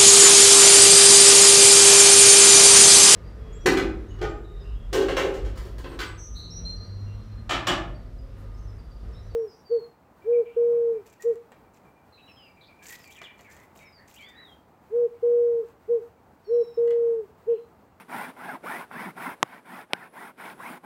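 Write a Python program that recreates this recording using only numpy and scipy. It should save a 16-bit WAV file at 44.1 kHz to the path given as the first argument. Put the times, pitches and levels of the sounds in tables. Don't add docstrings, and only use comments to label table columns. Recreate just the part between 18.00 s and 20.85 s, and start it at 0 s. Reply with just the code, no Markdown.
import sys
import numpy as np
from scipy import signal
from scipy.fft import rfft, irfft, next_fast_len
from scipy.io import wavfile
from scipy.ndimage import uniform_filter1d, map_coordinates

SR = 44100
rng = np.random.default_rng(int(sys.argv[2]) if len(sys.argv) > 2 else 0)


def to_wav(s):
    ch = np.atleast_2d(s).T
    pcm = np.round(np.clip(ch, -1, 1) * 32767)
    wavfile.write(sys.argv[1], SR, pcm.astype(np.int16))


N = 125685

# (start [s], end [s], rub level [dB], bright edge level [dB], hiss level [dB], cushion level [dB],
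#  rib rate at top speed [Hz], weave level [dB], pressure growth over the stroke [dB])
STROKES = [(-.2, 0.062, -40, -34.5, -49, -41, 1700, -48, -13.5),
           (0.06, 0.347, -36.5, -36, -50.5, -45.5, 2128, -45, -4),
           (0.337, 0.6, -40.5, -40.5, -56, -47.5, 1727, -42, 9.5),
           (0.608, 0.877, -37.5, -36, -50, -46.5, 2046, -39.5, -4),
           (0.881, 1.142, -39.5, -38, -54, -44.5, 2099, -43.5, 7),
           (1.14, 1.37, -36, -36.5, -50.5, -45, 2076, -41, 1.5),
           (1.39, 1.623, -52, -47, -65, -60, 1660, -57, 13.5),
           (1.623, 1.871, -44, -42.5, -57.5, -51, 2100, -50.5, 7),
           (1.872, 2.113, -48, -46.5, -64, -57, 1907, -47.5, 4),
           (2.105, 2.339, -42.5, -44, -56, -55, 2015, -47, 3.5),
           (2.355, 2.559, -41.5, -40, -55, -53, 2246, -45.5, 4),
           (2.558, 2.809, -40.5, -40, -53.5, -51, 2234, -43, 2.5),
           (2.811, 3.052, -38, -46, -56, -45, 1895, -44, -1.5)]
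# (frequency [Hz], level [dB])
RUB_COLOUR = [(150, -37.5), (300, -7.5), (540, -8.5), (720, 0.5), (860, 2.5), (1060, 1), (1200, -6.5),
              (1420, -0.5), (1800, -7), (2200, -6), (2870, -19.5), (4200, -29.5), (5200, -27),
              (8000, -62.5)]
RASP_COLOUR = [(1700, -34.5), (2700, -1), (3500, -1.5), (6500, -26.5)]
HISS_COLOUR = [(1880, -38), (3400, -3), (4560, -14.5), (5350, -11), (6160, -15), (7830, -10.5), (9400, -3),
               (11200, -6), (14700, -7.5)]
CUSHION_COLOUR = [(40, -22), (140, -7.5), (185, 2.5), (212, -7.5), (245, 2.5), (295, -11), (360, -7),
                  (480, -16), (1000, -54.5)]
RUSTLE_COLOUR = [(40, 6), (260, 0), (450, -2), (1300, -8), (3000, -21.5), (6500, -31.5), (10000, -25),
                 (15800, -34.5)]
DULL_CLICK_COLOUR = [(50, -37), (130, -3.5), (546, -6), (1130, 4), (1560, -10.5), (1950, -3.5), (2390, -11),
                     (3100, -7.5), (3870, -14), (4460, -26), (5300, -16), (7400, -17.5), (9430, -31),
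                     (11700, -29), (15000, -45)]
BRIGHT_CLICK_COLOUR = [(50, -21), (130, -1), (869, 4), (1500, -10), (2300, 6), (3650, -1), (4650, -10),
                       (5500, -8.5), (6700, -32.5), (8000, -17.5), (11100, -20), (15000, -41)]
THUD_COLOUR = [(110, -14.5), (300, 14.5), (850, 10.5), (2200, -24), (7000, -80)]
# (frequency [Hz], gain [dB])
WEAVE_BODY = [(400, -4.5), (1030, -0.5), (1220, -2), (1450, 0.5), (2000, -1), (2700, -3)]
# (multiple of the rib rate, level [dB], line width [Hz])
WEAVE_LINES = [(.5, -1, 45), (1, 2.5, 58)]
# (time [s], snap peak [dB], thud peak [dB], thud delay [s])
CLICKS = [(1.4291, -1.5, -25, 0.00608), (1.934, -2, -34, 0.00476)]
# (time [s], level [dB])
SNAGS = [(0.365, -45), (.912, -37.5), (1.177, -33.5), (1.531, -37), (2.4, -36.5)]
# (time [s], level [dB])
BUMPS = [(0.199, -43), (.763, -46), (1.016, -39), (1.061, -41), (1.28, -38), (1.74, -42.5), (2.675, -45)]
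# (time [s], level [dB])
SQUEAKS = [(2.12, -71.5), (2.55, -71)]
# (time [s], level [dB])
RUSTLE_LEVEL = [(0, -54.5), (.35, -51.5), (0.601, -53.5), (.88, -53), (1.14, -52), (1.381, -53),
                (1.62, -55.5), (1.869, -59), (2.101, -57.5), (2.34, -59), (2.549, -50), (2.799, -57.5)]

GRIP_SPEED = 0.33
CUSHION_GROWS = 0.36
EDGE_HZ = 1360
CATCHES_PER_S, CATCH_SPREAD_DB = 5000, 2
RASP_DB = -23
WEAVE_FADE_DB = 6.5
WEAVE_LAG_S = 0.00585
WEAVE_BREAK_DB = 4
WANDER, WANDER_PER_S = 0.046, 28
SPREAD_HZ = 2204
CRACK_DB, CRACK_T60_S = -26, .009
SNAG_T60_S, SNAG_TOP_HZ = 0.059, 2000
BUMP_HZ, BUMP_WIDTH_S = 227, 0.01
SQUEAK_HZ, SQUEAK_WIDTH_HZ, SQUEAK_WIDTH_S = 10490, 500, 0.092
LOW_CUT_HZ, TOP_HZ = 170, 15800


def amp(db):
    return 10 ** (np.asarray(db) / 20)


def unit(x):
    return x / np.sqrt(np.mean(x ** 2) + 1e-20)


def along(points, hz):
    f, v = np.transpose(points)
    return np.interp(np.log(hz + 1), np.log(f + 1), v)


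def wobble(rate):
    knots = rng.standard_normal(4096)
    return map_coordinates(knots, [np.arange(N) * rate / SR], mode="wrap")


def filtered(x, response):
    size = next_fast_len(N + SR // 2)
    spectrum = rfft(x, size) * response(np.fft.rfftfreq(size, 1 / SR))
    return irfft(spectrum, size)[:N]


def impulse(colour, size=4096):
    gain = amp(along(colour, np.fft.rfftfreq(size, 1 / SR)))
    cepstrum = irfft(np.log(gain + 1e-6))
    cepstrum[1:size // 2] *= 2
    cepstrum[size // 2 + 1:] = 0
    return irfft(np.exp(rfft(cepstrum)))


def add(out, s, sound):
    i = round(s * SR)
    out[i:i + len(sound)] += sound[:N - i]


def grains(colour, per_s, spread_db):
    hits = rng.random(N) < per_s / SR
    signs = rng.choice([-1, 1], N)
    strengths = amp(spread_db * rng.standard_normal(N))
    return unit(signal.fftconvolve(hits * signs * strengths, impulse(colour))[:N])


def uneven(x, depth_db, size=512):
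    z = signal.stft(x, nperseg=size)[2]
    field = uniform_filter1d(rng.standard_normal(z.shape), size=2, axis=0)
    field = uniform_filter1d(field, size=7, axis=1)
    return unit(signal.istft(z * amp(depth_db * unit(field)), nperseg=size)[1][:N])


def scrubbing(judder_db, hiss_judder_db, lumps_db, uneven_db, hiss_uneven_db):
    rub, edge, hiss, cushion, note, rib_hz = np.zeros((6, N))
    for start, end, rub_db, edge_db, hiss_db, cushion_db, top_hz, weave_db, lean_db in STROKES:
        position, speed, grip = stroke(start, end, lean_db)
        rub += amp(rub_db) * grip * speed
        edge += amp(edge_db) * grip * speed
        hiss += amp(hiss_db) * grip * speed
        cushion += amp(cushion_db) * grip * speed ** CUSHION_GROWS
        note += amp(weave_db - WEAVE_FADE_DB * position) * grip * speed
        _, pad_speed, _ = stroke(start + WEAVE_LAG_S, end + WEAVE_LAG_S, lean_db)
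        rib_hz += top_hz * pad_speed

    catches = uneven(grains(RUB_COLOUR, CATCHES_PER_S, CATCH_SPREAD_DB), uneven_db)
    low = filtered(catches, lambda hz: 1 / (1 + (hz / EDGE_HZ) ** 4))
    rasp = amp(RASP_DB) * grains(RASP_COLOUR, per_s=900, spread_db=6.5)
    bright = catches - low + rasp
    wandering_rib_hz = rib_hz * (1 + WANDER * wobble(WANDER_PER_S))
    body = rub * low + edge * bright + note * weave(wandering_rib_hz)

    nap = hiss * uneven(grains(HISS_COLOUR, per_s=24000, spread_db=5.0), hiss_uneven_db)
    lumps = amp(lumps_db * wobble(55))
    rumble = cushion * lumps * grains(CUSHION_COLOUR, per_s=2700, spread_db=1.5)
    judder = wobble(70)
    return amp(judder_db * judder) * body + amp(hiss_judder_db * judder) * nap + rumble


def stroke(start, end, lean_db):
    position = np.clip((np.arange(N) / SR - start) / (end - start), 0, 1) - .5
    speed = np.abs(np.cos(np.pi * position))
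    hold = 1 - np.exp(-(speed / GRIP_SPEED) ** 3)
    return position, speed, hold * amp(lean_db * position)


def weave(rib_hz):
    phase = 2 * np.pi * np.cumsum(rib_hz) / SR
    lines = np.zeros(N)
    for multiple, db, width in WEAVE_LINES:
        sine = wobble(2 * width) * np.sin(multiple * phase)
        cosine = wobble(2 * width) * np.cos(multiple * phase)
        lines += amp(db) * (sine + cosine)
    skips = amp(WEAVE_BREAK_DB * wobble(WANDER_PER_S))
    return filtered(unit(lines * skips), lambda hz: amp(along(WEAVE_BODY, hz)))


def clicks():
    out, t = np.zeros(N), np.arange(SR // 10) / SR
    thud = impulse(THUD_COLOUR)
    pole = np.exp(-2 * np.pi * SPREAD_HZ / SR)
    for (s, peak_db, thud_db, delay), colour in zip(CLICKS, (DULL_CLICK_COLOUR, BRIGHT_CLICK_COLOUR)):
        snap = signal.lfilter([-pole, 1], [1, -pole], impulse(colour))
        chatter = unit(signal.fftconvolve(rng.standard_normal(len(t)), snap)[:len(t)])
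        add(out, s, amp(peak_db) * snap / np.abs(snap).max())
        add(out, s, amp(peak_db + CRACK_DB - 60 * t / CRACK_T60_S) * chatter)
        add(out, s + delay, amp(thud_db) * thud / np.abs(thud).max())
    return out


def snags():
    out, t = np.zeros(N), np.arange(SR // 10) / SR
    for s, db in SNAGS:
        noise = rng.standard_normal(len(t))
        burst = unit(signal.fftconvolve(noise, impulse(RUB_COLOUR))[:len(t)])
        add(out, s, amp(db - 60 * t / SNAG_T60_S) * burst)
    return signal.sosfilt(signal.butter(2, SNAG_TOP_HZ, fs=SR, output="sos"), out)


def bumps():
    out, t = np.zeros(N), np.arange(N) / SR
    for s, db in BUMPS:
        detune, turn = rng.standard_normal(2)
        swell = np.exp(-((t - s) / BUMP_WIDTH_S) ** 2)
        hz = BUMP_HZ * (1 + 0.072 * detune)
        out += amp(db) * np.sqrt(2) * swell * np.sin(2 * np.pi * hz * (t - s) + np.pi * turn)
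    return out


def squeaks():
    t = np.arange(N) / SR
    swell = sum(amp(db) * np.exp(-((t - s) / SQUEAK_WIDTH_S) ** 2) for s, db in SQUEAKS)
    noise = rng.standard_normal(N)
    band = filtered(noise, lambda hz: np.exp(-((hz - SQUEAK_HZ) / SQUEAK_WIDTH_HZ) ** 2))
    return swell * unit(band)


def rustle():
    s, db = np.transpose(RUSTLE_LEVEL)
    level = amp(np.interp(np.arange(N) / SR, s, db))
    return level * grains(RUSTLE_COLOUR, per_s=8200, spread_db=2.0)


def scene():
    scrub = scrubbing(judder_db=0.8, hiss_judder_db=0.53, lumps_db=3.0, uneven_db=2.5, hiss_uneven_db=3.0)
    return (scrub + clicks() + snags() + bumps() + squeaks() + rustle())[None]


def record(dry):
    x = signal.sosfilt(signal.butter(2, LOW_CUT_HZ, "high", fs=SR, output="sos"), dry[0])
    return signal.sosfilt(signal.cheby1(14, .2, TOP_HZ, fs=SR, output="sos"), x)[None]


dry = scene()
out = record(dry)
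to_wav(out)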